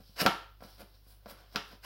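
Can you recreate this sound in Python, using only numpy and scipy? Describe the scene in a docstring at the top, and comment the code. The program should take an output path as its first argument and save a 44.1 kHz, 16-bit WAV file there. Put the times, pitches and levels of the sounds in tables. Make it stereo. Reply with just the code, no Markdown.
"""Hands work at the lid flap of a cardboard box on a cloth-covered table in a small quiet room.
After a light touch, the flap scrapes along its slot and snaps free at 0.26 s, exciting the modes of
the stiff panels and of the enclosed air. Fingers then bump, rub and tick on the card until a second
snap at 1.56 s; a few more touches and a faint scrape end the scene. Throughout, near reflections and
a short reverberation follow each contact, over a low hum."""
import sys
import numpy as np
from scipy import signal
from scipy.fft import rfft, irfft, next_fast_len
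from scipy.io import wavfile

SR = 44100
rng = np.random.default_rng(int(sys.argv[2]) if len(sys.argv) > 2 else 0)


def pcm_store(signal):
    """Save signal as 16-bit PCM."""
    levels = np.round(np.clip(np.atleast_2d(signal), -1, 1) * 32767)
    wavfile.write(sys.argv[1], SR, levels.astype(np.int16).T)


N = 81585
TIME = np.arange(N) / SR

# Snaps of the flap; levels in the contact and spectrum tables are relative:
# (time [s], panel ring [dB], crack [dB], edge [dB], cavity [dB], thud [dB], splinter t60 [s], pan [dB])
SNAPS = [(0.2628, -3.5, 6.5, -17, 0, 1, 0.018, 6.5), (1.5595, -25.5, -4, -3.5, -11.5, 1, 0.016, 8.5)]
# Spectra of the card's dull thud, treble hiss and highest fizz: (frequency [Hz], level [dB])
THUD = [(30, -28.5), (70, -3.5), (140, 5), (200, 9.5), (330, -0.5), (600, 7), (1500, 5.5), (5000, -9.5),
        (16000, -26.5)]
HISS = [(200, -27.5), (1500, -29.5), (3000, 0.5), (4500, 7.5), (5600, 10), (7000, -17), (16000, -26.5)]
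FIZZ = [(1000, -30.5), (6500, -10), (8500, -7.5), (10500, -0.5), (12500, 6.5), (15500, 6)]


def snaps(panels):
    """Sudden release of elastic energy: the fold cracks, the edge ticks, the box thuds and rings."""
    # Spectra of the yielding fold and of the flap's thin edge: (frequency [Hz], level [dB])
    fold_spectrum = [(60, -19.5), (200, -3.5), (550, 4), (850, 5), (1400, 10.5), (2000, 0), (3000, -2.5),
                     (5200, -3), (7400, -16.5), (9000, -26), (12000, -15), (16000, -11)]
    edge_spectrum = [(500, -24.5), (2500, -3.5), (4000, -9.5), (5200, 4.5), (5900, -2.5), (7200, -34.5),
                     (8500, -17), (11000, -28), (14000, -18), (16000, -27)]
    crossing_s = 0.00064  # bending waves take this long to cross a panel
    out = 0
    for s, ring_db, crack_db, edge_db, _, thud_db, t60, pan_db in SNAPS:
        crack = from_db(4.5 + crack_db) * colour(burst(3, t60), fold_spectrum)
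        edge = from_db(edge_db) * colour(burst(-3, t60), edge_spectrum)
        ring = from_db(ring_db) * through(click(s + crossing_s), panels)
        thud = from_db(thud_db) * colour(contact(s, cut_hz=700), THUD)
        out = out + place(through(click(s), crack + edge) + ring + thud, pan_db)
    return out


def cavity_ring(cavity):
    """Cavity resonance: the air in the box rings on after each snap."""
    blows = sum(from_db(cavity_db) * click(s) for s, _, _, _, cavity_db, *_ in SNAPS)
    return place(from_db(-0.5) * through(blows, cavity), pan_db=4)


def bumps(box):
    """Soft impact: a finger or the flap lands, scuffs as it settles and weakly excites the box's modes."""
    # Landings: (time [s], level [dB], contact cut-off [Hz])
    landings = [(0.002, -32, 204), (0.094, -35, 168), (0.2165, -12.5, 376), (0.2235, -16.5, 450),
                (0.23, -18, 700), (0.2522, -25, 900), (0.2544, -10, 593), (0.606, -43, 1500),
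                (0.6230, -32, 800), (0.636, -46.5, 2510), (0.647, -30, 278), (0.817, -40.5, 750),
                (0.827, -34.5, 350), (1.067, -47, 387), (1.2594, -32.5, 1050), (1.268, -35, 700),
                (1.306, -39.5, 1200), (1.320, -37, 397), (1.5502, -31, 1500), (1.713, -42.5, 397),
                (1.729, -33, 380)]
    force = sum(from_db(db) * through(contact(s, cut_hz), burst(db=2, t60=0.05))
                for s, db, cut_hz in landings)
    thud = from_db(19) * colour(force, THUD)
    ring = from_db(-4) * through(force, box)
    return place(thud + ring, pan_db=8)


def scrapes():
    """Stick-slip friction: card drags on card and drives the resonances of the flap."""
    # Drags along the slot: (peak time [s], rise [s], fall [s], rasp [dB], squeal [dB], fizz [dB])
    drags = [(0.206, 0.028, 0.02, -29.5, -32.5, -32), (0.2165, 0.01, 0.0078, -29, -42, -27),
             (1.848, 0.023, 0.052, -45, -48.5, -48)]
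    # Spectrum of card on card: (frequency [Hz], level [dB])
    rasp_spectrum = [(80, -31.5), (400, -9), (800, -5), (1300, 7), (2000, -18), (3000, -11.5), (5300, -3),
                     (7000, -18.5), (10000, -25.5), (16000, -39)]
    # Modes of the flap: (frequency [Hz], level [dB], t60 [s])
    flap_modes = [(1080, -5, 0.018), (1400, 1, 0.02), (1780, 0, 0.02), (2020, -4, 0.016), (2950, 1, 0.008)]
    slips = friction(per_s=7000)
    rasp = colour(slips, rasp_spectrum)
    squeal = through(slips, ringing(flap_modes))
    fizz = colour(friction(per_s=7000), FIZZ)
    return place(strokes(drags, [rasp, squeal, fizz]), pan_db=8)


def rubs():
    """Sliding friction: skin moves over smooth card in uneven slips and now and then catches."""
    # Finger strokes: (peak time [s], rise [s], fall [s], body [dB], hiss [dB], fizz [dB])
    slides = [(0.0, 0.018, 0.03, -60.5, -84, -66), (0.09, 0.16, 0.3, -75, -65.5, -63),
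              (0.167, 0.00783, 0.033, -51.5, -50.5, -56), (0.640, 0.045, 0.11, -59, -62.5, -55.5),
              (0.70, 0.05, 0.41, -75.5, -67.5, -65), (0.812, 0.035, 0.02, -48.5, -62.5, -50.5),
              (0.95, 0.022, 0.041, -72, -69.5, -72), (1.11, 0.08, 0.076, -68, -67, -56),
              (1.305, 0.037, 0.03, -49, -59, -46.5), (1.41, 0.2, 0.11, -59.5, -69, -68),
              (1.545, 0.05, 0.041, -58.5, -59, -58), (1.65, 0.034, 0.096, -84, -77, -66),
              (1.725, 0.097, 0.059, -58.5, -61.5, -61.5)]
    # Spectrum of the low body of a rub: (frequency [Hz], level [dB])
    body_spectrum = [(40, -12.5), (120, 0), (400, -1.5), (750, 2.5), (1400, 1), (2300, -9), (5000, -9),
                     (16000, -52.5)]
    textures = [colour(friction(per_s=3500, spread_db=3.5), spectrum)
                for spectrum in (body_spectrum, HISS, FIZZ)]
    return place(strokes(slides, textures) + ticks(), pan_db=6.5)


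def ticks():
    """Local yielding: the card gives under a fingertip with a dry tick."""
    # Catches: (time [s], hiss [dB], fizz [dB])
    catches = [(0.607, -39, -46), (0.638, -29.5, -50), (0.811, -44, -43), (1.123, -47, -47),
               (1.259, -33.5, -48), (1.31, -38.5, -26), (1.404, -57, -40.5)]
    out = sum(colour(from_db(hiss_db) * click(s), HISS) + colour(from_db(fizz_db) * click(s), FIZZ)
              for s, hiss_db, fizz_db in catches)
    return through(out, burst(db=5, t60=0.015))


def reflections(x, db, t60, delay_s):
    """Scattering: small near surfaces return a brief cluster of echoes with little bass."""
    # Spectrum of the echoes: (frequency [Hz], level [dB])
    echo_spectrum = [(100, -17), (300, -1.5), (700, 1), (16000, -2.5)]
    echoes = diffuse() * from_db(-60 * TIME / t60) * (TIME >= delay_s)
    return from_db(db) * colour(through(x, echoes / np.linalg.norm(echoes[0])), echo_spectrum)


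def room(x, bands=9, delay_s=0.012, build_s=0.003):
    """Reverberation: a diffuse field decays exponentially, each band at its own rate."""
    # Reverberation times: (frequency [Hz], t60 [s])
    decay_times = [(100, 0.18), (260, 0.23), (700, 0.45), (1800, 0.39), (4800, 0.43), (13000, 0.31)]
    # Colouring of the reverberation: (frequency [Hz], level [dB])
    room_spectrum = [(50, 7), (130, -8.5), (400, 3.5), (800, -4), (1400, -2.5), (3000, 1), (6000, -8.5),
                     (10000, 4.5), (16000, -14.5)]
    noise, hz = rfft(diffuse()), np.fft.rfftfreq(N, 1 / SR)
    centres, tail = np.geomspace(60, 15000, bands), 0
    for centre, share in zip(centres, np.eye(bands)):
        band = irfft(noise * at_hz(np.c_[centres, share], hz), N)
        tail = tail + band * from_db(-60 * TIME / at_hz(decay_times, centre))
    tail = tail * np.clip((TIME - delay_s) / build_s, 0, 1)
    return from_db(-4) * colour(through(x, tail / np.linalg.norm(tail[0])), room_spectrum)


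def background():
    """Ambient noise: a faint diffuse floor and a low hum under slow random amplitude modulation."""
    # Tones of the hum and spectrum of the floor: (frequency [Hz], level [dB])
    hum_tones = [(49.5, -60.5), (100, -69.5)]
    floor_spectrum = [(20, -22), (34, -7), (50, -11), (70, 12), (120, 3), (250, -5), (800, -12),
                      (2200, -14.5), (4800, -12), (7500, -27), (11000, -18), (16000, -8.5)]
    waver = rms_one(colour(rng.standard_normal(N), [(4, 0), (16, -40), (60, -120)]))
    hum = sum(from_db(db) * np.sqrt(2) * np.sin(2 * np.pi * (hz * TIME + rng.random()))
              for hz, db in hum_tones)
    floor = from_db(-65.5) * rms_one(colour(diffuse(), floor_spectrum))
    return hum * (1 + 0.15 * waver) + floor


def ringing(modes):
    """Modal superposition: an impulse response of damped sines, neighbours opposite in sign."""
    return sum((-1) ** k * from_db(db - 60 * TIME / t60) * np.sin(2 * np.pi * hz * TIME)
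               for k, (hz, db, t60) in enumerate(modes))


def click(s):
    """A unit impulse at time s."""
    return 1.0 * (np.arange(N) == int(s * SR))


def contact(s, cut_hz):
    """Contact compliance: softness acts as a low-pass filter on an impulse."""
    return signal.sosfilt(signal.butter(2, cut_hz, fs=SR, output="sos"), click(s) + 1e-18)


def burst(db, t60):
    """Spectral whitening: a click and a dying run of smaller ones, flattened so as to have no pitch."""
    t = TIME[:8192]
    run = rng.standard_normal(len(t)) * from_db(-60 * t / t60)
    out = (t == 0) + from_db(db) * run / np.linalg.norm(run)
    for _ in range(4):
        spectrum = rfft(out)
        out = irfft(spectrum / (abs(spectrum) + 1e-9)) * (t < t60)
    return out


def friction(per_s, spread_db=0):
    """Shot noise: tiny slips at random instants, their sizes scattered by spread_db."""
    sizes = from_db(spread_db * np.minimum(rng.exponential(1, N), 5)) * rng.choice([-1, 1], N)
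    return sizes * (rng.random(N) < per_s / SR)


def strokes(rows, textures, roundness=1.3):
    """Amplitude envelopes: each mix of textures gains 20 dB over its rise and loses 20 over its fall."""
    out = 0
    for s, rise, fall, *levels in rows:
        from_peak = np.maximum((s - TIME) / rise, (TIME - s) / fall)
        swell = from_db(-20 * from_peak ** roundness)
        out = out + swell * sum(from_db(db) * rms_one(x) for db, x in zip(levels, textures))
    return out


def place(x, pan_db, right_lag_s=0.00011):
    """Time and level differences: the box is nearer the left microphone, so earlier and louder there."""
    # Left-right level difference: (frequency [Hz], multiple of pan_db [ratio])
    pan_share = [(150, 0.45), (400, 0.1), (1200, 1.2), (5000, 1.816), (9000, 0.46), (14000, 0.41)]
    x = np.ravel(x)
    pair = np.array([x, np.interp(TIME - right_lag_s, TIME, x)])
    size = next_fast_len(N + 2000)
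    lean = from_db(pan_db / 2 * at_hz(pan_share, np.fft.rfftfreq(size, 1 / SR)))
    return irfft(rfft(pair, size) * [lean, 1 / lean], size)[:, :N]


def diffuse():
    """Diffuse-field coherence: stereo white noise, alike in the bass and unrelated in the treble."""
    # Left-right likeness: (frequency [Hz], coherence [ratio])
    coherence = [(100, 0.54), (300, 1), (600, 0.45), (1200, 0.05), (16000, 0.02)]
    mid, side = rfft(rng.standard_normal((2, N)))
    alike = at_hz(coherence, np.fft.rfftfreq(N, 1 / SR))
    return rms_one(irfft(np.sqrt(1 + alike) * mid + np.sqrt(1 - alike) * side * [[1], [-1]], N))


def colour(x, spectrum, size=8192):
    """Minimum-phase filtering: folding the cepstrum gives a causal filter with the given spectrum."""
    gain = from_db(at_hz(spectrum, np.fft.rfftfreq(size, 1 / SR)))
    cepstrum = irfft(np.log(gain))
    cepstrum[1:size // 2] *= 2
    cepstrum[size // 2 + 1:] = 0
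    return through(x, irfft(np.exp(rfft(cepstrum))))


def through(x, response):
    """Convolution with an impulse response."""
    return signal.fftconvolve(np.atleast_2d(x), np.atleast_2d(response), axes=-1)[:, :N]


def at_hz(points, hz):
    """Interpolation on a log-frequency axis."""
    frequencies, values = np.transpose(points)
    return np.interp(np.log(np.maximum(hz, 1)), np.log(frequencies), values)


def from_db(db):
    """Decibels to amplitude ratio."""
    return 10 ** (np.asarray(db) / 20)


def rms_one(x):
    """Normalisation to an rms of 1."""
    return x / np.sqrt(np.mean(x ** 2) + 1e-20)


def scene():
    """Superposition of direct sound, near echoes, reverberation and background."""
    # Modes of the damped panels and of the enclosed air: (frequency [Hz], level [dB], t60 [s])
    panel_modes = [(135, -35.5, 0.19), (285, -32.5, 0.04), (733, -20.5, 0.05), (934, -18, 0.076),
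                   (1360, -11.5, 0.039), (1472, -13.5, 0.028), (1980, -35, 0.045), (3250, -27.5, 0.012)]
    cavity_modes = [(167, -36, 0.22), (195, -41, 0.25), (288, -36, 0.22), (565, -36, 0.25), (699, -31, 0.2),
                    (822, -36, 0.28), (920, -32, 0.24), (1151, -33, 0.22), (1318, -30, 0.24),
                    (1391, -35, 0.17), (1517, -37, 0.18), (1749, -37, 0.22), (1958, -39, 0.22),
                    (2183, -35, 0.22)]
    panels, cavity = ringing(panel_modes), ringing(cavity_modes)
    card = snaps(panels) + bumps(panels + cavity) + scrapes()
    skin = rubs()
    radiated = (card[0] + from_db(-1) * skin[0]) / np.sqrt(2)
    scatter = reflections(radiated, db=-5, t60=0.021, delay_s=0)  # box and table top
    early = reflections(radiated, db=-5.5, t60=0.057, delay_s=0.004)  # table, body and near walls
    return card + skin + cavity_ring(cavity) + scatter + early + room(radiated) + background()


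def record(dry):
    """Band limiting: a steep elliptic low-pass at 15850 Hz."""
    return signal.sosfilt(signal.ellip(14, .1, 80, 15850, fs=SR, output="sos"), dry)


dry = scene()
out = record(dry)
pcm_store(out)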